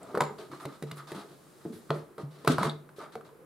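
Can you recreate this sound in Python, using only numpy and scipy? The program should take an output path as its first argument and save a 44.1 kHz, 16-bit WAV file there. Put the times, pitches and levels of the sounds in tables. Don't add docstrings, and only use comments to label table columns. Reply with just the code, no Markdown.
import sys
import numpy as np
from scipy import signal
from scipy.fft import rfft, irfft, next_fast_len
from scipy.io import wavfile
from scipy.ndimage import map_coordinates

SR = 44100
rng = np.random.default_rng(int(sys.argv[2]) if len(sys.argv) > 2 else 0)


def magnitude_from_level(level_db):
    exponent = np.asarray(level_db, float) / 20
    return 10 ** exponent


def master_out(mix):
    frames = np.transpose(np.atleast_2d(mix))
    ceiling = np.clip(frames, -1, 1)
    pcm = np.round(ceiling * 32767).astype(np.int16)
    wavfile.write(sys.argv[1], SR, pcm)


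N = 152145


def unit(x):
    return x / np.sqrt(np.mean(x ** 2) + 1e-20)


def along(points, hz):
    f, value = np.transpose(points)
    return np.interp(np.log(hz + 1), np.log(f + 1), value)


def wobble(rate):
    knots = rng.standard_normal(int(N * rate / SR) + 4)
    return map_coordinates(knots, [np.arange(N) * rate / SR])


def filtered(x, response):
    m = next_fast_len(N + SR // 2)
    return irfft(rfft(x, m) * response(np.fft.rfftfreq(m, 1 / SR)), m)[..., :N]


def colour(points):
    closed = [(points[0][0] / 3, -90)] + list(points)
    return lambda hz: magnitude_from_level(along(closed, hz))


# f/Hz, left-right likeness
PORT_LIKENESS = [(60, 1), (300, 0.69), (1500, 0.38), (5000, 0.64), (12000, 0.02)]


def spread(pair):
    def mid_side(hz):
        turn = np.arccos(np.clip(along(PORT_LIKENESS, hz), -1, 1)) / 2
        return np.array([np.cos(turn), np.sin(turn)])
    mid, side = filtered(pair, mid_side)
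    return np.array([mid + side, mid - side])


def add(track, s, sound):
    track[round(s * SR):][:len(sound)] += sound


def ring(hz, db, t60, t, rise, wander=0):
    decay = magnitude_from_level(db - 60 * t / t60)
    return decay * np.sin(2 * np.pi * hz * t + wander) * (1 - np.exp(-t / rise))


# f/Hz, level/dB per Hz
AIR_COLOUR = [(141, 4), (240, -7), (354, 0), (734, -12), (1230, -12.5), (2760, -28), (6000, -36.5),
              (11000, -27), (16000, -33)]
# f/Hz, level/dB
CLOTH_COLOUR = [(1200, -4), (2500, -11), (4000, -7), (6000, -9.5), (9000, -7), (16000, -17)]
# t/s, level/dB
SLEEVE_MOVES = [
    (0, -67.5),
    (.62, -67),
    (1.9, -63.5),
    (2.08, -73),
    (3.45, -78),
]
AIR_DB = -56.5


def air():
    still, cloth = (unit(spread(filtered(rng.standard_normal((2, N)), colour(c))))
                    for c in (AIR_COLOUR, CLOTH_COLOUR))
    s, db = np.transpose(SLEEVE_MOVES)
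    sleeve_db = np.interp(np.arange(N) / SR, s, db)
    return magnitude_from_level(AIR_DB + 0.13 * wobble(1.9)) * still + magnitude_from_level(sleeve_db + 0.61 * wobble(11)) * cloth


# f/Hz, level/dB per Hz
RUMBLE_COLOUR = [(25, 16), (60, -4.5), (110, -2), (200, -19)]
RUMBLE_DB, RUMBLE_SWING_DB = -57.5, -0.5


def rumble():
    lumps = magnitude_from_level(RUMBLE_SWING_DB * np.array([wobble(4.6), wobble(4.86)]))
    shudder = filtered(rng.standard_normal((2, N)), colour(RUMBLE_COLOUR + [(400, -90)]))
    return magnitude_from_level(RUMBLE_DB) * lumps * unit(shudder)


# t/s, length/s, level/dB, hiss over body/dB, loudest panel f/Hz
SLIDES = [(0, 0.17, -45, -19.5, 590), (0.17, 0.15, -50, -27, 900), (0.38, 0.048, -44.5, -11, 530),
          (0.512, 0.041, -49, -8, 1020), (0.597, 0.043, -46, -12, 1060), (0.68, 0.075, -54, -8, 1060),
          (0.864, 0.063, -52.5, -9.5, 900), (0.968, 0.033, -48, -11, 1250), (1.069, 0.044, -47, -9, 900),
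          (0.201, 0.018, -48.5, -1, 1000), (1.603, 0.032, -63, -21, 1250), (3.12, 0.024, -59.5, -2, 1250),
          (2.961, 0.021, -66, 4, 1250), (2.298, 0.15, -58, -22, 345), (1.142, 0.074, -46, -8, 820),
          (1.283, 0.058, -54.5, -10, 520), (1.56, 0.098, -71, -0.5, 1250), (1.723, 0.031, -45, -15, 313),
          (1.931, 0.048, -40.5, -17.5, 640), (2.184, 0.017, -39.5, -19.5, 550),
          (2.298, 0.28, -66.5, 1.5, 1110), (2.47, 0.053, -34, -7.5, 625), (2.591, 0.057, -33.5, -14.5, 656),
          (2.626, 0.026, -37, -9.5, 900), (2.984, 0.056, -48.5, -10.5, 1250), (3, 0.02, -42, -33, 640),
          (3.247, 0.025, -55, -10.5, 600), (1.648, 0.034, -70, -32, 660)]
# f/Hz, width/Hz, level/dB
RUBBED_PANELS = [(149, 133, 5.5), (359, 97, 1), (450, 107, -4.5), (640, 65, -7.5), (900, 196, -8),
                 (1250, 117, -2), (2126, 680, -9.5)]
# f/Hz, level/dB
HISS_COLOUR = [(1500, 7.5), (2300, -1), (2900, 0.5), (4000, 4.5), (6000, -5.5), (10000, -5.5), (16000, -22)]
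SLIDE_RISE, SLIDE_FALL_S = 0.12, 0.03
GRAINS_PER_S, GRAIN_DB, GRAIN_SHARE = 1200, 2.5, 0.4
FOCUS_DB_PER_OCT = 8.5


def slides():
    t = np.arange(N) / SR
    shape = np.array([
        magnitude_from_level(db) * np.clip((t - s) / (SLIDE_RISE * length), 0, 1)
        * np.exp(-np.clip(t - s - length, 0, None) / SLIDE_FALL_S)
        for s, length, db, _, _ in SLIDES])
    *_, hiss_db, focus_hz = np.transpose(SLIDES)

    when, size, sign = rng.random((3, N))
    grains = (when < GRAINS_PER_S / SR) * magnitude_from_level(-GRAIN_DB * np.log(size + 0.0033)) * np.sign(sign - 0.5)
    rasp = GRAIN_SHARE * unit(grains) + (1 - GRAIN_SHARE) * rng.standard_normal((2, N))
    rasp = rasp * magnitude_from_level(1.5 * wobble(60))

    body = np.zeros(N)
    for k, (hz, width, db) in enumerate(RUBBED_PANELS):
        def panel(f):
            resonance = 1j * f * width / (hz * hz - f * f + 1j * f * width)
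            return resonance / (1 + (f / 2600) ** 4)
        drive = magnitude_from_level(-FOCUS_DB_PER_OCT * abs(np.log2(hz / focus_hz))) @ shape
        body += (-1) ** k * magnitude_from_level(db) * drive * unit(filtered(rasp[0], panel))

    soft = rng.standard_normal((2, N)) * magnitude_from_level(1.5 * wobble(45) + 1.5 * wobble(200))
    hiss = unit(spread(filtered(soft + 0.23 * rasp, colour(HISS_COLOUR))))
    return body, hiss * (magnitude_from_level(hiss_db) @ shape)


# t/s, peak level/dB, f/Hz
TICKS = [(0.0303, -41.5, 8700), (.1745, -46, 4050), (.178, -48, 12400), (.207, -33.5, 7170),
         (0.2188, -26.5, 3500), (.224, -46, 10500), (.388, -41, 4040), (1.947, -45, 4170),
         (1.905, -25.5, 3690), (2.446, -55, 4300), (2.614, -40, 4000), (2.645, -41, 10200),
         (2.696, -24, 3970), (2.697, -41.5, 8350), (2.706, -37, 3900), (2.713, -41, 3810)]
TICK_T60_S, TICK_SPREAD = 0.013, 0.075


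def ticks():
    out, t = np.zeros(N + SR), np.arange(SR // 50) / SR
    for s, db, hz in TICKS:
        for offset, phase in zip(np.linspace(-2, 2, num=16), rng.standard_normal(16)):
            mode_hz = hz * np.exp(TICK_SPREAD * offset)
            add(out, s, ring(mode_hz, db - 10, TICK_T60_S, t, 3 / hz, 2 * phase))
    return out[:N]


# t/s, peak level/dB, f/Hz
DULL_KNOCKS = [(0.145, -22.5, 427), (0.173, -17.5, 450), (.187, -35, 450), (0.221, -30, 432),
               (.306, -34, 431), (0.386, -37, 416), (.43, -43, 422), (0.499, -43, 302), (.528, -36.5, 313),
               (0.674, -35, 292), (.625, -41.5, 318), (0.652, -31, 400), (.658, -33, 590),
               (0.824, -39.5, 241), (0.836, -30, 410), (1.118, -32, 392), (1.148, -34, 341),
               (1.18, -37.5, 300), (1.245, -44, 426), (1.658, -42.5, 674), (1.652, -27.5, 333),
               (1.672, -36, 280), (1.7, -33.5, 233), (1.731, -49, 333), (1.771, -50, 360),
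               (1.896, -36, 203), (1.906, -24, 443), (1.911, -23.5, 640), (1.959, -34, 376),
               (2.18, -35.5, 425), (2.478, -17.5, 477), (2.497, -14.5, 259.6), (2.447, -32, 450),
               (2.585, -27, 660), (2.676, -29.5, 260), (2.652, -27, 450), (2.984, -36, 440),
               (3.156, -31, 458)]
# t/s, peak level/dB, f/Hz, edge crack over knock/dB
HARD_KNOCKS = [(0.151, -21.5, 1140, -19.5), (.174, -20.5, 1150, -20.5), (0.206, -12.5, 950, -17),
               (.238, -30, 1040, -13.5), (.295, -36, 900, -29), (0.218, -21, 900, -18),
               (0.535, -33, 1080, -26), (0.654, -39.5, 1180, -3), (0.825, -39.5, 910, 1),
               (0.913, -38, 1200, -3.5), (1.118, -39.5, 870, -1), (1.147, -37.5, 900, -17),
               (1.894, -46.5, 1290, -27), (1.904, -22.5, 1250, -30.5), (2.181, -38.5, 1250, -12),
               (2.448, -34, 1010, -9), (2.476, -12, 1140, -9.5), (2.583, -15.5, 1093, -19),
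               (2.631, -17, 1075, -15), (2.59, -28, 1210, -23), (2.652, -24, 1130, -24),
               (2.667, -30.5, 1250, -25), (2.891, -44.5, 1400, -15.5), (3.015, -39, 1270, -18),
               (3.154, -32.5, 735, -15), (3.21, -42.5, 1260, -18.5), (3.291, -45.5, 1010, -19)]
# f/Hz, level/dB, t60/s
PANELS = [(219.4, -1, 0.16), (303.5, 1, 0.057), (373.6, -1.5, 0.13), (439.3, -1.5, 0.23),
          (568.5, 4.5, 0.043), (636.8, -1.5, 0.1), (751.5, -7, 0.071), (825, 2.5, 0.046), (1010, -3, 0.059),
          (1260, 9.5, 0.02), (1424, 5.5, 0.02)]
# f/Hz, level/dB
CRACK_COLOUR = [(1200, -7), (2200, 4), (2900, -5), (4000, 0.5), (6000, -12), (10000, -8.5), (16000, -21.5)]
DULL_CRACK_DB, DULL_DB_PER_OCT = -34.5, 4.5
POP_CYCLES, POP_RISE_CYCLES, POP_DB = 14.3, 0.95, 5.5
POP_SAG = 2
RING_DB, NEAR_DB_PER_OCT = -10.5, 5.5
PANEL_WANDER = 1.25
CRACK_T60_S = 0.02
RAGGED_DB, RAGGED_T60_S = -13.5, 0.075


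def knocks():
    low, edge, t = np.zeros(N + SR), np.zeros(N + SR), np.arange(SR // 4) / SR
    ragged = magnitude_from_level(6 * wobble(300))
    drift = PANEL_WANDER * wobble(40)
    dull = [(*row, DULL_CRACK_DB, DULL_DB_PER_OCT) for row in DULL_KNOCKS]
    hard = [(*row, 0) for row in HARD_KNOCKS]
    for s, db, hz, crack_db, dull_db in dull + hard:
        luck = rng.standard_normal((len(PANELS), 2))
        starts = rng.integers(N - len(t), size=len(PANELS))
        neighbours = np.zeros(len(t))
        for (f, level, t60), (louder, sharper), i in zip(PANELS, luck, starts):
            octaves = np.log2(f / hz)
            level = level + 2 * louder - NEAR_DB_PER_OCT * abs(octaves) - dull_db * max(octaves, 0)
            wander = drift[i:i + len(t)] - drift[i]
            neighbours += ring(f * (1 + 0.021 * sharper), level, t60, t, 0.0007, wander)
        sag = -np.pi * POP_SAG * hz * t ** 2
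        pop = ring(hz, POP_DB, POP_CYCLES / hz, t, POP_RISE_CYCLES / hz, sag)
        add(low, s, magnitude_from_level(db) * (pop + magnitude_from_level(RING_DB) * neighbours))

        tearing = magnitude_from_level(RAGGED_DB - 60 * t / RAGGED_T60_S) * ragged[starts[0]:][:len(t)]
        crack = (magnitude_from_level(-60 * t / CRACK_T60_S) + tearing) * (1 - np.exp(-t / 0.00023))
        add(edge, s, magnitude_from_level(db + crack_db) * crack * rng.standard_normal(len(t)))
    return low[:N], filtered(edge[:N], colour(CRACK_COLOUR)) * magnitude_from_level(7.0)


# t/s, peak level/dB, f/Hz, t60/s
TABLE_BLOWS = [(0.207, -34, 147.3, 0.34), (0.499, -51.5, 145.5, 0.15), (0.528, -47.5, 143, .2),
               (0.653, -37.5, 139, 0.18), (0.828, -39, 148.7, 0.68), (0.92, -39, 146.7, 0.37),
               (1.119, -45, 155, 0.17), (1.158, -41, 197, .12), (1.303, -53.5, 145, .2),
               (1.66, -39, 164, 0.16), (1.901, -29.5, 149.4, .34), (2.232, -34.5, 148.7, 0.32),
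               (2.479, -23, 147.7, 0.3), (2.583, -30.5, 148, 0.21), (2.61, -28, 188, 0.1),
               (2.653, -31.5, 149, 0.45), (3.163, -52.5, 146, 0.33)]
TOP_RISE_S, TOP_DB, TOP_WANDER = 0.0012, 6.5, 0.68
TOP_OVERTONE, TOP_OVERTONE_DB = 1.9, -16


def table():
    top, t, drift = np.zeros(N + SR), np.arange(SR // 2) / SR, wobble(24.87)
    for s, db, hz, t60 in TABLE_BLOWS:
        wander = np.roll(drift, -round(s * SR))[:len(t)]
        wander = TOP_WANDER * (wander - wander[0])
        add(top, s, ring(hz, db + TOP_DB, t60, t, TOP_RISE_S, wander))
        add(top, s, ring(TOP_OVERTONE * hz, db + TOP_OVERTONE_DB, t60, t, TOP_RISE_S))
    return top[:N]


STAPLE_S, STAPLE_HZ, STAPLE_DB, STAPLE_T60_S, STAPLE_FLUTTER_DB = 0.208, 7150, -50, 0.28, 3


def staple():
    out, t = np.zeros(N + SR), np.arange(SR // 4) / SR
    wander = wobble(590)[:len(t)]
    note = ring(STAPLE_HZ, STAPLE_DB, STAPLE_T60_S, t, 20 / STAPLE_HZ, wander)
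    add(out, STAPLE_S, note * magnitude_from_level(STAPLE_FLUTTER_DB * wobble(254)[:len(t)]))
    return out[:N]


# t/s, length/s, level/dB
WISPS = [
    (0.61, 0.041, -60),
    (0.955, 0.051, -57),
    (1.125, 0.11, -61),
    (1.72, 0.1, -60.5),
    (1.944, .06, -64),
    (2.962, 0.042, -63.5),
]
WISP_HZ = 10500


def wisps():
    t = np.arange(N) / SR
    swell = sum(magnitude_from_level(db) * np.sin(np.pi * np.clip((t - s) / length, 0, 1) ** 0.66)
                for s, length, db in WISPS)
    fizz = filtered(rng.standard_normal((2, N)),
                    lambda f: 1 / (1 + (2 * (f - WISP_HZ) / (WISP_HZ / 2)) ** 2))
    return swell * magnitude_from_level(1.3 * wobble(90)) * unit(spread(fizz))


# t/s, peak level/dB, push length/s
SNAPS = [
    (0.6538, -26.5, 0.00033),
    (0.8244, -29.5, 0.00055),
    (1.9057, -16, 0.00027),
    (2.4753, -10.5, 0.00035),
]


def snaps():
    out, t = np.zeros(N + SR), np.arange(SR // 100) / SR
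    for s, db, length in SNAPS:
        x = t / length
        add(out, s, magnitude_from_level(db) * np.e * x * (2 - x) * np.exp(-x))
    return out[:N]


CREAK_S, CREAK_DB, CREAK_RISE_S = 3.29, -56.5, 0.017
CREAK_HZ, CREAK_CLIMB_HZ_PER_S, CREAK_FLUTTER_DB = 430, 500, 4


def creak():
    t = np.clip(np.arange(N) / SR - CREAK_S, 0, None)
    phase = 2 * np.pi * (CREAK_HZ * t + CREAK_CLIMB_HZ_PER_S * t ** 2 / 2) + wobble(59)
    level = magnitude_from_level(CREAK_DB + CREAK_FLUTTER_DB * wobble(78))
    return level * (1 - np.exp(-t / CREAK_RISE_S)) * np.sin(phase)


# f/Hz, t60/s
ROOM_DECAY = [(150, 0.46), (900, 0.31), (5000, 0.3), (13000, 0.16)]
ROOM_WAIT_S = 0.004


def room(x):
    out, step = np.zeros((2, N + 2 * SR)), SR // 8
    for i in range(0, N, step):
        hz, t, z = signal.stft(rng.standard_normal((2, SR // 2)), SR, nperseg=256)
        decay = magnitude_from_level(-60 * t / along(ROOM_DECAY, hz)[:, None])
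        tail = signal.istft(z * decay, SR, nperseg=256)[1]
        wet = signal.fftconvolve(x[None, i:i + step], tail / np.linalg.norm(tail[0]), axes=1)
        j = i + round(ROOM_WAIT_S * SR)
        out[:, j:j + wet.shape[1]] += wet
    return spread(out[:, :N])


PAN_DB, EDGE_SIDE = 0.5, 0.4
ROOM_DB, EDGE_ROOM_DB = -7.5, -9.5


def scene():
    body, hiss = slides()
    low, edge = knocks()
    low = low + snaps() + creak()
    edge = edge + ticks() + staple()
    pan = magnitude_from_level(PAN_DB * wobble(4.5) / 2)
    centre = (low + edge + body) * np.array([pan, 1 / pan]) + table()
    edge_side = EDGE_SIDE * (np.roll(edge, shift=1) - np.roll(edge, shift=-1)) * [[1], [-1]]
    answer = room(magnitude_from_level(ROOM_DB) * (low + body) + magnitude_from_level(EDGE_ROOM_DB) * (edge + hiss[0]))
    return centre + edge_side + hiss + answer + wisps() + air() + rumble()


def top_cut(x):
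    return signal.sosfilt(signal.butter(12, 16980, fs=SR, output="sos"), x)


def record(dry):
    def microphone(hz):
        bass_cut = (1j * hz / (1j * hz + 70)) ** 3
        return bass_cut / (1 + (hz / 15850) ** 80)
    mix = filtered(dry, microphone)
    return top_cut(mix)


dry = scene()
out = record(dry)
master_out(out)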